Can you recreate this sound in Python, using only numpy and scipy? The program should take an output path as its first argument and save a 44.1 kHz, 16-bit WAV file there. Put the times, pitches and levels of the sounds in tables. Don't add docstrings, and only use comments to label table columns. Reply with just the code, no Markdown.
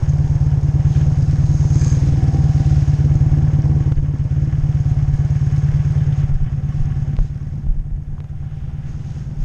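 import sys
import numpy as np
from scipy import signal
from scipy.fft import rfft, irfft
from scipy.io import wavfile
from scipy.ndimage import uniform_filter1d

SR = 44100
rng = np.random.default_rng(int(sys.argv[2]) if len(sys.argv) > 2 else 0)


def materialize(psi):
    bounded = np.clip(np.atleast_2d(psi).T, -1, 1)
    quanta = np.round(bounded * 32767).astype(np.int16)
    wavfile.write(sys.argv[1], SR, quanta)


N = 416304
TIME = np.arange(N) / SR
FREQ = np.arange(N + 1) * SR / (2 * N) + 1e-6

# (time
# [s], gain [dB])
ENGINE_GAIN = [(0, -1.45), (1.6, 1), (2.2, 1.5), (2.9, 0.5), (3.922, 0.5), (3.938, -4), (4.7, -1),
               (5.6, 0.5), (6.22, 0), (6.35, -4.5), (7.12, -4.5), (7.27, -10), (7.6, -8.5), (7.76, -13.5),
               (8.3, -13), (9.05, -10), (9.44, -11)]
# (time [s], speed [turns/s])
CRANK_SPEED = [(0.0, 18.537), (0.57, 17.917), (1.07, 18.775), (1.83, 18.749), (2.01, 19.573),
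               (2.81, 17.895), (3.46, 18.589), (4.29, 17.599), (4.46, 18.662), (4.88, 17.82),
               (5.91, 18.475), (6.39, 17.362), (6.77, 18.26), (7.01, 17.817), (7.99, 18.276),
               (8.17, 17.882), (9.0, 19.142), (9.44, 18.267)]
# (start [s], end [s], top strength [0-1])
CATCH_RUNS = [(0.14, 0.73, 0.6), (1.02, 0.99, 0.7), (2.08, 4.04, 0.78), (4.38, 4.38, 0.8), (5.91, 5.7, 0.6)]
# (time [s], strength [ratio])
SECOND_FIRING = [(0, 0.92), (1, 0.86), (2.1, 0.54), (2.35, 0.59), (2.5, 0.67), (3, 1), (3.4, 0.85),
                 (4.2, 0.65), (5, 0.6), (6.5, 0.78), (7.8, 0.8), (9.4, 0.83)]

# (frequency [Hz], width [Hz], gain [dB])
SILENCER_MODES = [(42.6, 41, 3.5), (100.8, 64.9, 8), (150, 14.7, 8.5)]
# (time [s], gain [dB])
BASS_GAIN = [(0, -1), (5, -2), (6, -4.5), (7.5, -1.5), (8.4, -2.5), (9.44, -6.5)]
# (frequency [Hz], width [Hz], gain [dB])
PIPE_LOW_MODES = [(185.6, 24.2, 5.5), (220.6, 17, 4), (238, 29, 5)]
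PIPE_HIGH_MODES = [(248, 24, 10.5), (324, 12, 8.5), (486, 26, 11)]
# (time [s], gain [dB])
HUM_GAIN = [(0, 0), (1.2, 1), (2.2, 0), (3.4, 1), (4.5, 0), (5.6, -2.5), (6.6, -20), (7.5, -13),
            (9.4, -16.5)]
# (time [s], level [dB])
BARK_LEVEL = [(0, -37), (1.58, -37.5), (1.9, -31), (2.85, -34), (3.08, -30.5), (3.45, -34.5), (3.8, -31),
              (4.1, -33.5), (4.6, -35.5), (5.7, -44), (6.7, -28.5), (7.5, -25.5), (8.4, -30), (9.44, -25)]

# (frequency [Hz], spectral density [dB])
WHIRR_COLOUR = [(200, -9.5), (360, 3), (480, 0), (600, -2), (665, -3.5), (765, -6.5), (850, -3.5),
                (1000, -6), (1120, -11.5), (1250, -16), (1700, -33), (3000, -55)]
RATTLE_COLOUR = [(800, -21.5), (1300, 3.5), (1720, 2.5), (2000, -1), (2600, -3), (3000, -7), (3600, -8.5),
                 (4300, -42.5), (6000, -34), (10000, -44)]
HISS_COLOUR = [(2500, -19.5), (4000, -6), (4500, -6.5), (5000, -0.5), (5700, -0.5), (6500, -16.5),
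               (7200, -9.5), (8200, -12.5), (9200, -17.5), (10000, -25.5), (12000, -27), (14500, -46)]
MIC_PORT_COLOUR = [(5600, -33), (6100, -7), (6310, -7.5), (6400, -1.5), (6490, 1.5), (6600, -5.5),
                   (6750, -6.5), (7050, -17.5), (7210, -14), (7400, -23.5), (8000, -41)]
# (time [s], level [dB])
WHIRR_LEVEL = [(0, -39.5), (1.55, -43), (1.95, -41), (2.7, -44), (3.3, -41), (3.88, -43), (4.05, -45),
               (5.8, -44.5), (6.6, -45.5), (7.6, -45.5), (8.5, -43), (9.44, -39.5)]
HISS_LEVEL = [(0, -53), (.8, -55.5), (1.6, -51.5), (2.7, -54), (3.9, -58.5), (5.6, -55.5), (6.5, -59),
              (7.3, -56.5), (7.9, -60.5), (9.44, -55.5)]
PUMP_LEVEL = [(0, -60), (1.6, -57), (3.5, -54), (4.5, -61), (6, -61), (7.2, -56), (9.44, -58)]
# (frequency [Hz], width [Hz], gain [dB])
CASE_MODES = [(720, 50, -1.5), (791, 30, -1)]
COVER_MODES = [(1112, 41, 3.5), (1504, 82, -3.5), (1694, 48, 2.5), (1943, 80, -3.5), (2170, 140, -6),
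               (3016, 64, -6.5), (3330, 47, -13)]
# (time [s], gain [dB])
SING_GAIN = [(0, -51), (2.1, -52), (2.35, -44), (2.75, -47), (3.05, -52), (3.6, -49), (4.05, -58),
             (4.9, -50), (5.8, -55.5), (6.8, -49.5), (7.5, -54), (8.4, -48), (9.44, -52.5)]
CLATTER_GAIN = [(0, -48.5), (.6, -51.5), (1.5, -51), (3, -50.5), (4.1, -51.5), (5.7, -50), (7, -48.5),
                (7.85, -51), (8.6, -47), (9.44, -47)]
# (time [s], relative level [dB])
COVERS_OVER_RATTLE = [(0, -4), (1.9, -1), (2.5, -3), (4.2, -1), (5.5, -1), (6.8, -2.5), (8, -4),
                      (9.44, -10.5)]
# (time [s], pitch [Hz])
WHINE_PITCH = [(0, 765), (1.1, 755), (2.3, 778), (3.1, 752), (3.5, 772), (4.3, 740), (4.95, 731),
               (5.4, 757), (6.7, 755), (7.6, 766), (8.9, 782)]

# (time [s], pressure swing [full scale], frequency [Hz])
CAMERA_JOLTS = [(3.315, -0.17, 31.3), (3.986, -0.31, 28), (4.638, -0.2, 30), (5.141, -0.28, 38),
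                (5.734, -0.14, 32.2), (6.343, -0.38, 26.8), (6.427, -0.25, 25.4), (6.822, -0.29, 23),
                (7.191, 0.24, 75), (7.208, -0.5, 32.7), (7.671, 0.18, 65.4), (7.705, 0.4, 29),
                (7.79, 0.25, 26.9), (7.937, 0.2, 36.3), (8.126, 0.12, 22), (9.425, -0.22, 29.6)]
# (time [s], peak [dB], resonance [Hz], quality factor [ratio])
CAMERA_CLICKS = [(3.922, -18, 2200, 0.1), (6.297, -28, 800, 2), (7.167, -24, 3200, 0.66),
                 (7.189, -16, 775, 0.4), (7.635, -45, 4030, .4), (7.668, -30, 520, .8),
                 (7.795, -39, 4000, 0.37), (7.906, -41, 900, .7), (8.181, -34, 1050, 5.1),
                 (8.204, -25, 1600, 0.2), (8.244, -32, 1300, .4)]
# (middle [s], half length [s], hiss [dB], port ring [dB], low scrape [dB])
CLOTH_STROKES = [(0.097, 0.0089, -54, -42.5, -77), (.96, 0.12, -58, -53, -50),
                 (1.718, 0.29, -70, -47.5, -71), (2.044, 0.14, -56, -77, -52),
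                 (2.712, 0.32, -54, -58.5, -50.5), (4.904, 0.03, -66, -57, -55),
                 (6.194, 0.045, -66, -57.5, -51), (6.776, 0.085, -62, -71, -63),
                 (7.243, 0.067, -64, -67, -57.5), (8.61, 0.26, -85, -89, -59),
                 (8.893, 0.043, -67, -64, -62), (9.117, 0.17, -62, -64, -58), (9.43, 0.047, -62, -61, -58)]
# (frequency [Hz], spectral density [dB])
SCRAPE_COLOUR = [(1000, -0.5), (1700, 0.5), (2300, -2.5), (3000, -2), (3600, -8), (4500, -15.5)]
RASP_COLOUR = [(900, -20), (1110, -3), (1400, -14), (1690, 0), (1980, -18), (2360, -6), (2730, -18),
               (4230, -15), (4950, -6), (5900, -16), (6150, -1), (6450, 3.5), (6900, -8), (7680, -10),
               (8100, -22.5), (9100, -22), (9600, -46)]
# (time [s], peak [dB])
BUCKLE_CHINKS = [(0.929, -41), (0.947, -34), (0.959, -38), (1.012, -38), (1.898, -39), (1.919, -40),
                 (1.945, -37), (5.983, -42), (6.005, -38), (6.042, -42), (6.124, -40)]
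# (frequency [Hz], width [Hz], gain [dB])
BUCKLE_MODES = [(1650, 78, 1), (2420, 130, -7.5), (3100, 64, -4.5), (3170, 42, -5), (3520, 60, -6)]
# (frequency [Hz], spectral density [dB])
RUMBLE_COLOUR = [(10, -13.5), (28, -15), (42, -17), (70, -17), (200, -38), (600, -74)]
MIC_NOISE_COLOUR = [(1000, 1.5), (8500, 1.5), (10000, -1.5), (14000, -6.5)]


def firings():
    quarter_turn_s, jitter_s = .01345, .00015
    scatter_db, gas_scatter_db = .65, 1.8
    paired_gas_db, catch_gas_db = -6, 4
    turns = .587 + np.cumsum(curves(CRANK_SPEED)[0]) / SR
    lead = np.interp(np.arange(1, int(turns[-1]) + 1), turns, TIME)
    lead = lead + .00025 * rng.standard_normal(len(lead))
    partner = lead[1::2] + quarter_turn_s
    chance = rng.standard_normal((len(lead) + len(partner), 3))
    times = np.concatenate([lead, partner]) + jitter_s * chance[:, 0]
    sizes = np.concatenate([np.ones(len(lead)), np.interp(partner, *np.transpose(SECOND_FIRING))])
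    gas_db = np.concatenate([paired_gas_db * (np.arange(len(lead)) % 2), np.zeros(len(partner))])
    weak_turns, strength = catches(lead)
    caught = impulses(lead[weak_turns] + quarter_turn_s, strength)
    spikes = impulses(times, sizes * undb(scatter_db * chance[:, 1])) + caught
    puffs = impulses(times, undb(gas_db + gas_scatter_db * chance[:, 2])) + undb(catch_gas_db) * caught
    return lead, spikes, puffs


def catches(lead, every_turns=6):
    turns, strengths = [], []
    for start_s, end_s, top in CATCH_RUNS:
        first, last = np.abs(lead - start_s).argmin(), np.abs(lead - end_s).argmin()
        run = np.arange(first, last + 1, every_turns)
        arch = np.sin(np.pi * np.arange(1, len(run) + 1) / (len(run) + 1))
        turns.append(run)
        strengths.append(top * arch ** 0.16)
    return np.concatenate(turns), np.concatenate(strengths)


def exhaust(spikes, puffs):
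    boom_gain_db, bass_edge_hz = -13.5, 110
    boom = filtered(spikes, pipe(SILENCER_MODES) * lowpass(hz=146, q=1.85))
    bass = filtered(boom, 1 / (1 + (FREQ / bass_edge_hz) ** 10)) / np.std(boom)
    boom = level(boom, 0) + (undb(curves(BASS_GAIN)[0]) - 1) * bass
    puff_noise = level(bursts(puffs, decay_s=0.005), -9)
    flow_noise = level(rng.standard_normal(N), -12)
    gas_band = lowpass(hz=460, q=0.12) * (1 - lowpass(hz=106, q=0.9))
    gas = filtered(level(puffs, 0) + puff_noise + flow_noise, gas_band * delay(lag_s=.0015))
    hump = resonance(hz=290, width=175) ** 2
    hum = filtered(gas, hump * (1 + sum(resonance(*mode) for mode in PIPE_HIGH_MODES)))
    low_bark = filtered(gas, pipe(PIPE_LOW_MODES) * delay(lag_s=0.00336))
    bark = low_bark + undb(curves(HUM_GAIN)[0]) * hum
    return boom * undb(boom_gain_db) + level(bark, curves(BARK_LEVEL)[0])


def gears(lead, engine_db):
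    beat = level(bursts(impulses(lead, np.ones(len(lead))), decay_s=0.014), 0)
    meshing = rng.standard_normal(N) + .5 * grains(rate=200, scatter_db=3.5, decay_s=0.0053)
    whirr = colour(meshing, WHIRR_COLOUR)
    shaking = rng.standard_normal(N) + 0.59 * beat + .5 * grains(rate=120, scatter_db=0, decay_s=0.0039)
    rattle = level(colour(shaking, RATTLE_COLOUR), 0)
    case_ticks = grains(rate=700, scatter_db=-0.5, decay_s=0.00086)
    cases = filtered(case_ticks, pipe(CASE_MODES) * lowpass(hz=1310, q=0.33))
    cover_ticks = grains(rate=500, scatter_db=1.2, decay_s=0.0016)
    covers = filtered(cover_ticks, pipe(COVER_MODES) * lowpass(hz=3600, q=0.97))
    singing = (level(cases, 0) + level(whine(), 0)) * undb(curves(SING_GAIN)[0])
    whirr = level(whirr * flicker(rate=23, depth_db=1.45), curves(WHIRR_LEVEL)[0])
    clatter = (rattle + level(covers, curves(COVERS_OVER_RATTLE)[0])) * flicker(rate=24, depth_db=1)
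    return (whirr + singing + clatter * undb(curves(CLATTER_GAIN)[0])) * undb(engine_db)


def whine(surge_rad=.6):
    hz = curves(WHINE_PITCH)[0] * flicker(rate=40, depth_db=.06)
    crank_angle = 2 * np.pi * np.cumsum(curves(CRANK_SPEED)[0]) / SR
    phase = 2 * np.pi * np.cumsum(hz) / SR + surge_rad * np.sin(crank_angle)
    return np.sin(phase) * flicker(rate=25, depth_db=2.5)


def valve_hiss(lead, engine_db):
    hiss_db = curves(HISS_LEVEL)[0] + engine_db
    taps = impulses(lead + 0.0038, undb(2 * rng.standard_normal(len(lead))))
    valves = level(bursts(taps, decay_s=0.008), 0)
    fizz = rng.standard_normal(N) + 0.65 * grains(rate=120, scatter_db=-0.5, decay_s=0.00066)
    hiss = level(colour(fizz + .28 * valves, HISS_COLOUR), hiss_db)
    port_ring = level(colour(rng.standard_normal(N) + 0.5 * valves, MIC_PORT_COLOUR), hiss_db - 2)
    return hiss * flicker(rate=30, depth_db=.7) + port_ring * flicker(rate=30, depth_db=1.6)


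def pump(engine_db):
    hz = 630.5 * flicker(rate=8, depth_db=.02)
    return level(np.sin(2 * np.pi * np.cumsum(hz) / SR), curves(PUMP_LEVEL)[0] + engine_db)


def jolts(half_cycles=0.77):
    out = level(colour(rng.standard_normal(N), RUMBLE_COLOUR) * flicker(rate=15, depth_db=4), -30)
    for s, swing, hz in CAMERA_JOLTS:
        out += swing * swell(s, half_cycles / hz) * np.cos(2 * np.pi * hz * (TIME - s))
    return out


def clicks():
    out = np.zeros(N)
    for s, db, hz, q in CAMERA_CLICKS:
        spike = impulses(np.array([s]), np.ones(1))
        push = spike + 0.064 * bursts(spike, decay_s=0.001)
        snap = filtered(push, lowpass(hz, q) * lowpass(hz=7500, q=0.62) ** 2)
        out += undb(db) * snap / np.abs(snap).max()
    return out


def rustles():
    friction = rng.standard_normal(N) + .6 * grains(rate=650, scatter_db=1, decay_s=.002)
    friction = filtered(friction, lowpass(hz=8000, q=1.0))
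    colours = (HISS_COLOUR, MIC_PORT_COLOUR, SCRAPE_COLOUR)
    bands = np.array([level(colour(friction, points), 0) for points in colours])
    return sum(swell(s, half_s) * (undb(band_db) @ bands) for s, half_s, *band_db in CLOTH_STROKES)


def sleeve_rasp():
    friction = .7 * rng.standard_normal(N) + grains(rate=350, scatter_db=1.5, decay_s=.0015)
    return level(colour(friction, RASP_COLOUR), -36) * swell(s=1.863, half_s=0.099)


def chinks(chatter_s=.006, detune=.015):
    out, t = np.zeros(N), TIME[:SR // 10]
    for s, db in BUCKLE_CHINKS:
        pitch = 1 + detune * rng.standard_normal()
        ring = sum(undb(gain) * width * np.exp(-np.pi * width * t) * np.sin(2 * np.pi * hz * pitch * t)
                   for hz, width, gain in BUCKLE_MODES)
        chatter = rng.standard_normal(len(t)) * np.exp(-t / chatter_s)
        chink = signal.fftconvolve(ring, chatter)
        start = int(s * SR)
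        out[start:start + len(chink)] += undb(db) * chink / np.abs(chink).max()
    return out


def waterfront_reflections(sound, relative_db, decay_s):
    gap_s, shift_hz = .012, 0.477
    decay = np.exp(-TIME / decay_s) * (TIME > gap_s)
    tails = [filtered(sound, rfft(rng.standard_normal(N) * decay, 2 * N)) for _ in range(2)]
    angle = 2 * np.pi * shift_hz * TIME
    return level(tails[0] * np.cos(angle) + tails[1] * np.sin(angle), relative_db) * np.std(sound)


def undb(db):
    return 10 ** (np.asarray(db) / 20)


def level(x, db):
    return x * undb(db) / np.sqrt(np.mean(x ** 2))


def curves(table):
    s, *columns = np.transpose(table)
    return [np.interp(TIME, s, c) for c in columns]


def swell(s, half_s):
    return np.exp(-((TIME - s) / half_s) ** 2)


def flicker(rate, depth_db):
    hold = int(SR / rate)
    held = np.repeat(rng.standard_normal(N // hold + 1), hold)
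    return undb(depth_db * uniform_filter1d(held, hold)[:N])


def filtered(x, response):
    return irfft(rfft(x, 2 * N) * response)[:N]


def lowpass(hz, q):
    return 1 / (1 + 1j * FREQ / (hz * q) - (FREQ / hz) ** 2)


def resonance(hz, width, db=0):
    return undb(db) / (1 + 1j * (FREQ ** 2 - hz ** 2) / (FREQ * width))


def pipe(modes):
    return -sum((-1) ** k * resonance(*mode) for k, mode in enumerate(modes))


def delay(lag_s):
    return np.exp(-2j * np.pi * FREQ * lag_s)


def colour(x, points):
    hz, db = np.transpose(points)
    skirts = np.minimum(1, FREQ / hz[0]) ** 2 * np.minimum(1, hz[-1] / FREQ) ** 2
    return filtered(x, undb(np.interp(np.log(FREQ), np.log(hz), db)) * skirts)


def impulses(times, sizes):
    inside = (times >= 0) & (times < (N - 1) / SR)
    return np.bincount((times[inside] * SR).astype(int), sizes[inside], N)


def bursts(spikes, decay_s):
    return signal.lfilter([1], [1, -np.exp(-1 / (decay_s * SR))], spikes) * rng.standard_normal(N)


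def grains(rate, scatter_db, decay_s):
    draws = rng.random((int(rate * N / SR), 2))
    sizes = undb(-scatter_db * np.log(.01 + .99 * draws[:, 1]))
    return level(bursts(impulses(draws[:, 0] * N / SR, sizes), decay_s), 0)


def scene():
    lead, spikes, puffs = firings()
    engine_db = curves(ENGINE_GAIN)[0]
    throb = exhaust(spikes, puffs)
    reflections = waterfront_reflections(throb, relative_db=-27, decay_s=.06)
    machinery = gears(lead, engine_db) + pump(engine_db) + valve_hiss(lead, engine_db)
    rider = rustles() + sleeve_rasp() + jolts() + clicks() + chinks()
    return (throb * undb(engine_db) + machinery + rider + reflections)[None]


def record(dry):
    top_hz = 14500
    noisy = dry + level(colour(rng.standard_normal(N), MIC_NOISE_COLOUR), -72.5)
    return signal.sosfilt(signal.ellip(8, .2, 70, top_hz, fs=SR, output="sos"), noisy)


dry = scene()
out = record(dry)
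materialize(out)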